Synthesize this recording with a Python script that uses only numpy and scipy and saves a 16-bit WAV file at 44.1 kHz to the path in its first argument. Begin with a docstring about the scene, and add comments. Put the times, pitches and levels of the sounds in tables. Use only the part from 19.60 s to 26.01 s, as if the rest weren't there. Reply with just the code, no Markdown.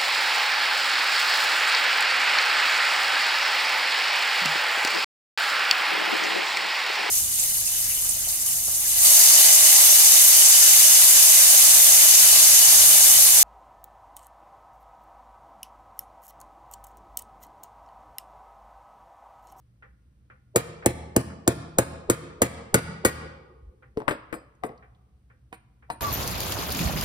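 """A clock ticks faintly over rumble, hiss and hum; then nine hammer taps drive a bushing into a brass plate.
Each tap is coloured noise where steel cracks on a steel punch, and decaying modes of punch, plate and bench.
Then tools are put down, small brass parts jingle and the plate is shifted: noise bands with ringing bodies.
Decaying noise gives the echoes of the workshop. A close pair of microphones hears it through a limiter,
which lets the room swell up after each tap."""
import sys
import numpy as np
from scipy import signal
from scipy.fft import rfft, irfft
from scipy.io import wavfile
from scipy.ndimage import uniform_filter1d, minimum_filter1d

SR = 44100
rng = np.random.default_rng(int(sys.argv[2]) if len(sys.argv) > 2 else 0)


def wav_out(sig):
    """Save sig, one row per channel (or a flat mono array), as 16-bit PCM at SR to the path in sys.argv[1]."""
    wavfile.write(sys.argv[1], SR, np.round(np.clip(np.atleast_2d(sig).T, -1, 1) * 32767).astype(np.int16))


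N = 282592
AGE = np.arange(SR) / SR  # time since a blow [s]
BINS = np.fft.rfftfreq(8192, 1 / SR)  # frequencies of a colour filter [Hz]
RATTLE_AFTER_S = 0.011  # loose metal first lands this long after a jolt

# hammer taps: (time [s], force [dB], steel crack re force [dB], plate ring re force [dB])
TAPS = [(0.9596, 0, 0, -2), (1.26, 4, -4.5, -9.5), (1.564, 4, -8, -8), (1.877, 5, -4.5, -11.5),
        (2.185, 4, -2.5, -8.5), (2.499, 1.5, -1, 1.5), (2.8187, 3.5, -0.5, -0.5), (3.1431, 7, -1.5, 5.5),
        (3.4496, 2, 2.5, 8.5)]
# likeness of left and right in echoes and background: (frequency [Hz], likeness [0-1])
LIKENESS = [(100, 0.98), (400, 0.8), (900, 0), (5000, 0.07), (6500, 0.6), (9000, 1)]


def amp(db):
    """Level law: decibels to an amplitude ratio."""
    return 10 ** (np.asarray(db) / 20)


def read(points, hz):
    """Spectral interpolation: values between points on a log-frequency axis."""
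    f, value = np.transpose(points)
    return np.interp(np.log(hz + 1), np.log(f), value)


def add(mix, s, sound):
    """Superposition: a sound is summed into the mix from s seconds on."""
    part = mix[..., round(s * SR):][..., :sound.shape[-1]]
    part += sound[..., :part.shape[-1]]


def fade(t, t60):
    """Exponential decay: the amplitude falls by 60 dB in t60 seconds."""
    return np.exp(-np.log(1000) * t / t60)


def varied(modes, detune=0.0073, scatter_db=2):
    """Contact variability: no two contacts excite the modes quite alike."""
    return [(hz * (1 + detune * rng.normal()), db + scatter_db * rng.normal(), t60) for hz, db, t60 in modes]


def ring(modes):
    """Modal superposition: a struck body is a sum of decaying sines."""
    return sum(amp(db) * np.sin(2 * np.pi * hz * AGE) * fade(AGE, t60) for hz, db, t60 in modes)


def burst(colour_db, t60):
    """High modal density: countless short modes act as decaying noise through a causal colour filter."""
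    log_gain = np.log(amp(np.maximum(colour_db, -100)))
    # minimum phase: the Hilbert transform of the log gain gives a causal filter
    mirrored = np.r_[log_gain, log_gain[-2:0:-1]]
    taps = np.fft.ifft(np.exp(signal.hilbert(mirrored).conj())).real
    noise = rng.standard_normal(SR) * fade(AGE, t60)
    # flatten the random spectrum but keep its phase, then scale to unit energy
    spectrum = rfft(noise)
    even = irfft(spectrum / (abs(spectrum) + 1e-12), SR) * fade(AGE, 4 * t60)
    even = even / np.linalg.norm(even)
    return signal.fftconvolve(even, taps[:len(taps) // 2])[:SR]


def band(middle_hz, octaves):
    """Band-pass response: gain of a steep-sided band."""
    low_hz, high_hz = middle_hz / 2 ** (octaves / 2), middle_hz * 2 ** (octaves / 2)
    return 1 / np.sqrt((1 + (low_hz / (BINS + 1)) ** 6) * (1 + (BINS / high_hz) ** 7))


def spread(x, delay_cycles=1.1, knee_hz=30):
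    """Dispersion of bending waves in the bench top: the lower the note, the later it arrives."""
    hz = np.fft.rfftfreq(2 * SR, 1 / SR)
    phase = -2 * np.pi * delay_cycles * np.log(1 + hz / knee_hz)
    return irfft(rfft(x, 2 * SR) * np.exp(1j * phase))[:SR]


def pair(a, b, likeness):
    """Inter-channel coherence: two unrelated sounds become a partly alike left and right."""
    same = np.clip(read(likeness, np.fft.rfftfreq(len(a), 1 / SR)), 0, 1)
    right = irfft(same * rfft(a) + np.sqrt(1 - same ** 2) * rfft(b), len(a))
    return np.array([a, right])


def air(level_db=-57):
    """Stationary background: coloured Gaussian noise as low rumble and faint hiss, with steady hum tones."""
    # noise spectrum: (frequency [Hz], relative level [dB])
    noise_colour = [(15, -42), (25, -9), (43, -8), (64, 8.5), (92, -8.5), (123, 4.5), (153, -12.5),
                    (185, -7.5), (217, -13.5), (344, -21.5), (1130, -34), (7110, -47), (9070, -46),
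                    (14400, -52), (16000, -65.5)]
    # mains hum: (frequency [Hz], RMS level [dB])
    hum_tones = [(59.2, -72), (119, -83)]
    gain = amp(read(noise_colour, np.fft.rfftfreq(N, 1 / SR)))
    noise = irfft(rfft(rng.standard_normal((2, N))) * gain, N)
    hum = 0
    for hz, db in hum_tones:
        cycles = hz * np.arange(N) / SR + rng.random()
        hum = hum + amp(db) * np.sqrt(2) * np.sin(2 * np.pi * cycles)
    return amp(level_db) * pair(*noise / noise.std(), LIKENESS) + hum


def tail(early_t60=0.24, build_s=0.00029):
    """Reverberant decay: early echoes off bench and shelves, and a long tail whose top treble dies first."""
    # late sound of the workshop: (frequency [Hz], level [dB])
    late_levels = [(60, -16), (150, -11.5), (260, -18.5), (350, -29), (420, -20.5), (510, -23), (700, -15),
                   (1300, -13), (2200, -14.5), (3500, -13), (5500, -14.5), (7000, -29), (10000, -17.5),
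                   (15000, -24.5)]
    # its decay: (frequency [Hz], t60 [s])
    late_t60 = [(80, 0.71), (280, 0.87), (420, 2.1), (600, .9), (1150, 1.1), (1550, 0.74), (2600, 0.81),
                (4500, 0.68), (8000, 0.51), (14000, 0.047)]
    # early echoes: (frequency [Hz], level [dB])
    early_levels = [(100, -20), (400, -17), (1500, -8), (4000, -8), (7000, -21.5), (14000, -21)]
    noise = pair(*rng.standard_normal((2, 2 * SR)), LIKENESS)
    hz, t, z = signal.stft(noise, SR, nperseg=512)
    early = (read(early_levels, hz), np.full(len(hz), early_t60))
    late = (read(late_levels, hz), read(late_t60, hz))
    power = 0
    for db, t60 in [late, early]:
        # start power that makes each level the total energy of its decay
        start = amp(db) ** 2 * 2 * np.log(1000) / (t60 * SR)
        power = power + start[:, None] * fade(t, t60[:, None]) ** 2
    echoes = signal.istft(z * np.sqrt(power), SR)[1]
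    age = np.arange(echoes.shape[1]) / SR
    return echoes * (1 - np.exp(-(age / build_s) ** 2))


def workshop(x, count=5):
    """Room convolution: several random echo patterns of the same workshop take turns from tap to tap."""
    starts = [tap[0] - .02 for tap in TAPS]
    turn = np.searchsorted(starts, np.arange(N) / SR) % count
    return sum(signal.fftconvolve((x * (turn == k))[None], tail(), axes=1)[:, :N] for k in range(count))


def clock(first_tick_s=.2235, tock_after_s=.476, tock_db=-4, t60=0.22, click_db=-2, rise_s=.0015):
    """Impulse and resonance: each beat of a clock across the room rings its case, its edge blurred by distance."""
    # click spectrum: (frequency [Hz], level [dB])
    click_colour = [(200, -22), (400, 4), (510, 7.5), (650, -2), (1100, 3.5), (1400, 4), (1650, 3.5),
                    (1950, 2), (2600, -8), (4000, -29.5), (6000, -37), (12000, -55.5)]
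    # modes of the wooden case: (frequency [Hz], level re beat [dB], t60 [s])
    case_modes = [(510.7, -51, 0.34), (800, -46, 0.36), (1350, -44, 0.14), (1432, -40.5, .12),
                  (1522, -41, .08), (1730, -44.5, 0.12), (1860, -44.5, 0.14), (2020, -44.5, .08),
                  (2350, -45.5, 0.12), (3200, -60, 0.11)]
    # level of the clock: (time [s], level [dB])
    level_curve = [(.2, -11.5), (1.2, -5.5), (4.2, -15), (5.7, -16), (6.2, -18.5)]
    out = np.zeros((2, N))
    soft_edge = 1 - np.exp(-AGE / rise_s)
    for second in np.arange(first_tick_s, N / SR):  # one tick a second, a softer tock in between
        for s, db in [(second, 0), (second + tock_after_s, tock_db)]:
            beat = np.array([amp(click_db) * burst(read(click_colour, BINS), t60)
                             + spread(ring(varied(case_modes))) for side in range(2)])
            level_db = db + np.interp(s, *np.transpose(level_curve))
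            add(out, s, amp(level_db) * soft_edge * beat)
    return out


def bumps(hz=60, length_s=0.05):
    """Soft excitation: the hand nudges the bench in slow, low swings that reach no treble."""
    # nudges: (time [s], level [dB])
    nudges = [(4.022, -43), (4.061, -38)]
    out, t = np.zeros(N), AGE[AGE < length_s]
    for s, db in nudges:
        add(out, s, amp(db) * np.sin(2 * np.pi * hz * t) * np.sin(np.pi * t / length_s))
    return out


def clicks(t60=0.038, slope_db_per_octave=28):
    """Resonant peak: light touches on metal give tiny dry clicks, each strongest near one pitch."""
    # touches: (time [s], level [dB], peak frequency [Hz])
    touches = [(4.951, -39, 7000), (5.177, -28, 4520), (5.348, -31.5, 3260)]
    out = np.zeros(N)
    for s, db, hz in touches:
        octaves_away = abs(np.log2((BINS + 1) / hz))
        add(out, s, amp(db) * burst(-slope_db_per_octave * octaves_away, t60))
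    return out


def jingle(count=5, mean_wait_s=0.0073, landing_db=-3, fade_db_per_s=204, t60=0.068):
    """Random impacts: loose metal chinks at the jolt, is thrown up, and lands piece by piece."""
    # spectrum of one chink: (frequency [Hz], level [dB])
    chink_colour = [(2000, -5), (5000, -57.5), (6500, -20.5), (8000, -6.5), (11000, -14), (14200, -17),
                    (16000, -35)]
    out = burst(read(chink_colour, BINS), t60)
    for wait in mean_wait_s * rng.exponential(size=count):
        gain = amp(landing_db - fade_db_per_s * wait)  # later pieces land more softly
        add(out, RATTLE_AFTER_S + wait, gain * burst(read(chink_colour, BINS), t60))
    return out


def thud(contact_s=.00148):
    """Acceleration radiation: the bench modes start at full swing; the time of contact rounds off the blow."""
    # modes of the bench and its blocks: (frequency [Hz], level [dB], t60 [s])
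    bench_modes = [(105, -35, .067), (123, -18, .139), (209, -13.5, .05), (269, -14.5, .07),
                   (351, -2, .042), (389, -16.5, .02), (444, -11, .08), (491, -10.5, .044),
                   (659, -10.5, .055), (808, -13, .04)]
    swing = sum(amp(db) * np.cos(2 * np.pi * hz * AGE) * fade(AGE, t60) for hz, db, t60 in bench_modes)
    push = np.sin(np.pi * AGE[AGE < contact_s] / contact_s) ** 2
    return np.convolve(swing, push / push.sum())[:SR]


def shudder(middle_hz=400, octaves=1.83, t60=0.3, thud_db=-36.5):
    """Structural reverberation: the bench top thuds and shudders on after a knock."""
    return amp(thud_db) * thud() + burst(20 * np.log10(band(middle_hz, octaves)), t60)


def knock(middle_hz, edge_db, thing, octaves=1.24, t60=0.056, contact_db=-2.5, body_db=-37, edge_hz=4200):
    """Contact stiffness: a harder edge reaches higher in a woody knock; the thing that lands rings briefly."""
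    # what each thing rings with on the bench: thing: (frequency [Hz], relative level [dB], t60 [s])
    bodies = {"hammer": [(305, -3, 0.073), (426, 0, 0.084), (579, -4.5, 0.12), (856, -0.5, 0.029),
              (960, -4.5, 0.052), (1860, -19, 0.035)], "punch": [(328.7, -4, 0.065), (460, 1, .045),
              (558, 1.5, .04), (1242, 5, 0.029), (1420, 6, 0.045), (1552, -9, 0.052), (2334, -3.5, 0.037)],
              "handle": [(426.5, 3.5, 0.11), (586, -4, 0.043), (753, -1.5, 0.052), (1050, -10, 0.03),
              (1990, -7, 0.019)], "plate": [(327, -13.5, 0.18), (468, 0, 0.05), (770, 2.5, 0.072),
              (942, 5.5, 0.06), (1350, -12.5, .02), (1817, -3, 0.026), (2360, -10.5, .035)]}
    edge = amp(edge_db) / np.sqrt(1 + (BINS / edge_hz) ** 4)
    contact = burst(20 * np.log10(band(middle_hz, octaves) + edge), t60)
    body = spread(ring(varied(bodies[thing], detune=0.029, scatter_db=5.5)), delay_cycles=0.28)
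    return amp(contact_db) * contact + amp(body_db) * body


def knocks(bounce_db=-11):
    """Impact and rebound: a tool or the plate lands and bounces once; the jolt makes metal rattle and ring."""
    # landings: (time [s], level [dB], middle frequency [Hz], hard edge [dB], bench shudder re level [dB],
    # bounce delay [s], jingle [dB], metal ring [dB], left-right [dB], thing)
    landings = [(4.3728, 8, 506, -26, -3, .0069, -22, -75, 4, "hammer"),
                (4.403, 3.5, 630, -34, 3, 0.0063, -48, -90, 5.5, "hammer"),
                (4.419, -3, 500, -36.5, -1, 0.0073, -48, -80, 6.5, "hammer"),
                (4.48, 19, 1210, -53, -2, 0.0078, 0.5, -48.5, 12.5, "hammer"),
                (4.5088, 13, 1300, -32, -3.5, .009, -16, -56.5, 5.5, "hammer"),
                (4.727, 8, 1100, -49.5, 3.5, .013, -7, -52, 11.5, "punch"),
                (5.036, 15, 660, -33.5, -0.5, 0.011, -8, -64, 7.5, "handle"),
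                (5.092, -4, 448, -42, 8, 0.027, -42, -94.5, 6.5, "handle"),
                (5.9273, -4, 1330, -22, -9, .017, -16.5, -69.5, -5.5, "plate"),
                (6.301, 6, 810, -14.5, 1.5, 0.0041, -9, -58, 5, "plate")]
    # free ring of steel tools, and of the brass plate with its loose parts:
    # metal: (frequency [Hz], relative level [dB], t60 [s])
    metal_modes = {"steel": [(4130, -13.5, 0.21), (4260, -16.5, 0.28), (4930, -12.5, .28),
                   (4950, -10.5, 0.267), (7000, -13, 0.28), (8140, -4.5, .22), (7950, 1, .15),
                   (10500, -9.5, 0.13), (14100, -7, 0.11)], "brass": [(2520, 5, .08), (4100, 5, 0.086),
                   (4740, 2, 0.073), (7224, -7.5, .08), (9160, 10, 0.19), (10480, -10, .1),
                   (12700, -5, .06)]}
    out = np.zeros((2, N))
    for s, db, middle_hz, edge_db, shudder_db, bounce_s, jingle_db, ring_db, lean_db, thing in landings:
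        place = amp([[lean_db / 2], [-lean_db / 2]])
        metal = "brass" if thing == "plate" else "steel"
        landing = place * knock(middle_hz, edge_db, thing) + amp(shudder_db) * shudder()
        add(out, s, amp(db) * landing)
        add(out, s + bounce_s, amp(db + bounce_db) * place * knock(middle_hz, edge_db, thing))
        add(out, s, amp(jingle_db) * jingle())
        for lag in (0, RATTLE_AFTER_S):
            add(out, s + lag, amp(ring_db) * ring(varied(metal_modes[metal])))
    return out


def hammer(thud_lag_s=0.00024, plate_lag_s=.0008, seat_s=0.0014, seat_db=-7, rebound_s=0.01, rebound_db=-19,
           crack_t60=0.063, crack_doubling_db=5, punch_db=-1, seated_loss_db=3.5, wood_t60=0.4):
    """Impact transmission: steel cracks and the punch rings; the blow passes through the plate to the bench."""
    # spectrum of the steel crack: (frequency [Hz], level [dB])
    crack_colour = [(100, 17.5), (500, 36.5), (1000, 19), (2100, 18.5), (3000, 9.5), (4000, 8), (5800, 7.5),
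                    (7000, 22.5), (8500, 16.5), (10000, 14.5), (12000, 13.5), (14500, 11), (15500, 3.5),
                    (16600, -1)]
    # modes of the punch: (frequency [Hz], relative level [dB], t60 [s])
    punch_modes = [(7340, -9.5, 0.024), (7570, -8.5, 0.011), (7900, -20, 0.05), (8160, -19.5, 0.024),
                   (9554, -17.5, 0.036), (12100, -15.5, .012), (14100, -20.5, .012)]
    # modes of the brass plate, damped by the blocks: (frequency [Hz], relative level [dB], t60 [s])
    plate_modes = [(943, -23, 0.024), (1156, -28.5, 0.041), (1230, -23.5, 0.057), (1273, -30.5, 0.035),
                   (1411, -25.5, .04), (1453, -28, 0.1), (1924, -27.5, 0.11), (2285, -26.5, 0.07),
                   (4744, -22, 0.015)]
    # modes of bench frame and plate that the blocks hardly damp: (frequency [Hz], level re force [dB], t60 [s])
    linger_modes = [(78.5, -36, 0.75), (157.7, -36.5, .8), (1210, -64, .7), (1270, -58, .7),
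                    (1500, -62, .45), (1715, -61, .4)]
    # the many weaker modes of the bench top: (frequency [Hz], level re force [dB])
    wood_colour = [(40, -11.5), (110, 10), (220, 15), (330, 16), (500, 15), (650, 13), (780, 9), (1000, 11),
                   (2000, -29.5), (6000, -43)]
    # the taps are louder on the left in the middle frequencies: (frequency [Hz], left-right [dB])
    balance = [(300, -.4), (550, 0), (800, 4), (1500, 5.5), (3000, 6.5), (5000, 3), (6500, .3),
               (14000, -.4)]
    out = np.zeros(N)
    bench = thud()
    for seated, (s, force_db, crack_db, plate_db) in zip(np.linspace(0, 1, len(TAPS)), TAPS):
        force, steel = amp(force_db), amp(force_db + crack_db)
        t60 = crack_t60 * 2 ** (crack_db / crack_doubling_db)  # a harder crack chatters longer
        # three contacts: hammer on punch, punch on bushing, plate dropping back on its blocks
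        for lag, db, life in [(0, 0, t60), (seat_s, seat_db, t60), (rebound_s, rebound_db, .02)]:
            add(out, s + lag, steel * amp(db) * burst(read(crack_colour, BINS), life))
        # the punch rings less as the bushing seats
        punch_gain = amp(force_db + punch_db - seated_loss_db * seated ** 2)
        add(out, s, punch_gain * ring(varied(punch_modes, detune=0.014)))
        plate = amp(force_db + plate_db) * ring(varied(plate_modes, detune=0.0059))
        linger = force * ring(varied(linger_modes, detune=0.014))
        add(out, s + plate_lag_s, plate + linger)
        add(out, s + thud_lag_s, force * spread(bench + burst(read(wood_colour, BINS), wood_t60)))
    lean_db = read(balance, np.fft.rfftfreq(N, 1 / SR)) / 2
    return irfft(rfft(out) * amp([lean_db, -lean_db]), N)


def scene(handling_room_db=-1, left_lag_s=.000211):
    """Superposition and time difference: all sources sum, and the left channel comes a moment late."""
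    taps, handling, ticks = hammer(), knocks() + clicks(), clock()
    echoes = workshop((taps + amp(handling_room_db) * handling + ticks).mean(0))
    left, right = taps + handling + ticks + bumps() + echoes + air()
    late = np.exp(-2j * np.pi * np.fft.rfftfreq(N, 1 / SR) * left_lag_s)
    return np.array([irfft(rfft(left) * late, N), right])


def tone(x, low_cut_hz=38):
    """Linear-phase filtering: a low cut and a few narrow dips change level without shifting phase."""
    # dips: (centre [Hz], width [Hz], depth [dB])
    dips = [(412, 70, -6), (612, 70, -6), (770, 80, -7), (950, 110, -6)]
    hz = np.fft.rfftfreq(N, 1 / SR)
    dips_db = sum(db / (1 + (2 * (hz - centre) / width) ** 2) for centre, width, db in dips)
    return irfft(rfft(x) * amp(dips_db) * hz / np.hypot(hz, low_cut_hz), N)


def record(dry, limit_db=-10.0, hold_s=0.054, release_db_per_s=80, edge_hz=16500):
    """Dynamic range control: a look-ahead limiter clamps each tap, holds and lets go; then the band limit."""
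    t, dry = np.arange(N) / SR, tone(dry)
    power_db = 10 * np.log10(abs(uniform_filter1d((dry ** 2).mean(0), size=220)) + 1e-12)
    # the running peak falls back at the release rate
    fall = release_db_per_s * t
    peak_db = np.maximum.accumulate(power_db + fall) - fall
    over_db = np.maximum(peak_db - limit_db, 0)
    held_db = np.maximum(over_db, np.interp(t - hold_s, t, over_db))
    # the centred minimum looks ahead, the mean smooths the gain
    gain_db = uniform_filter1d(minimum_filter1d(-held_db, size=300), size=120)
    limited = np.clip(dry * amp(gain_db), -.92, .92)
    low_pass = signal.firwin(255, edge_hz, window=("kaiser", 9), fs=SR)
    return signal.oaconvolve(limited, low_pass[None], "same")


dry = scene()
out = record(dry)
wav_out(out)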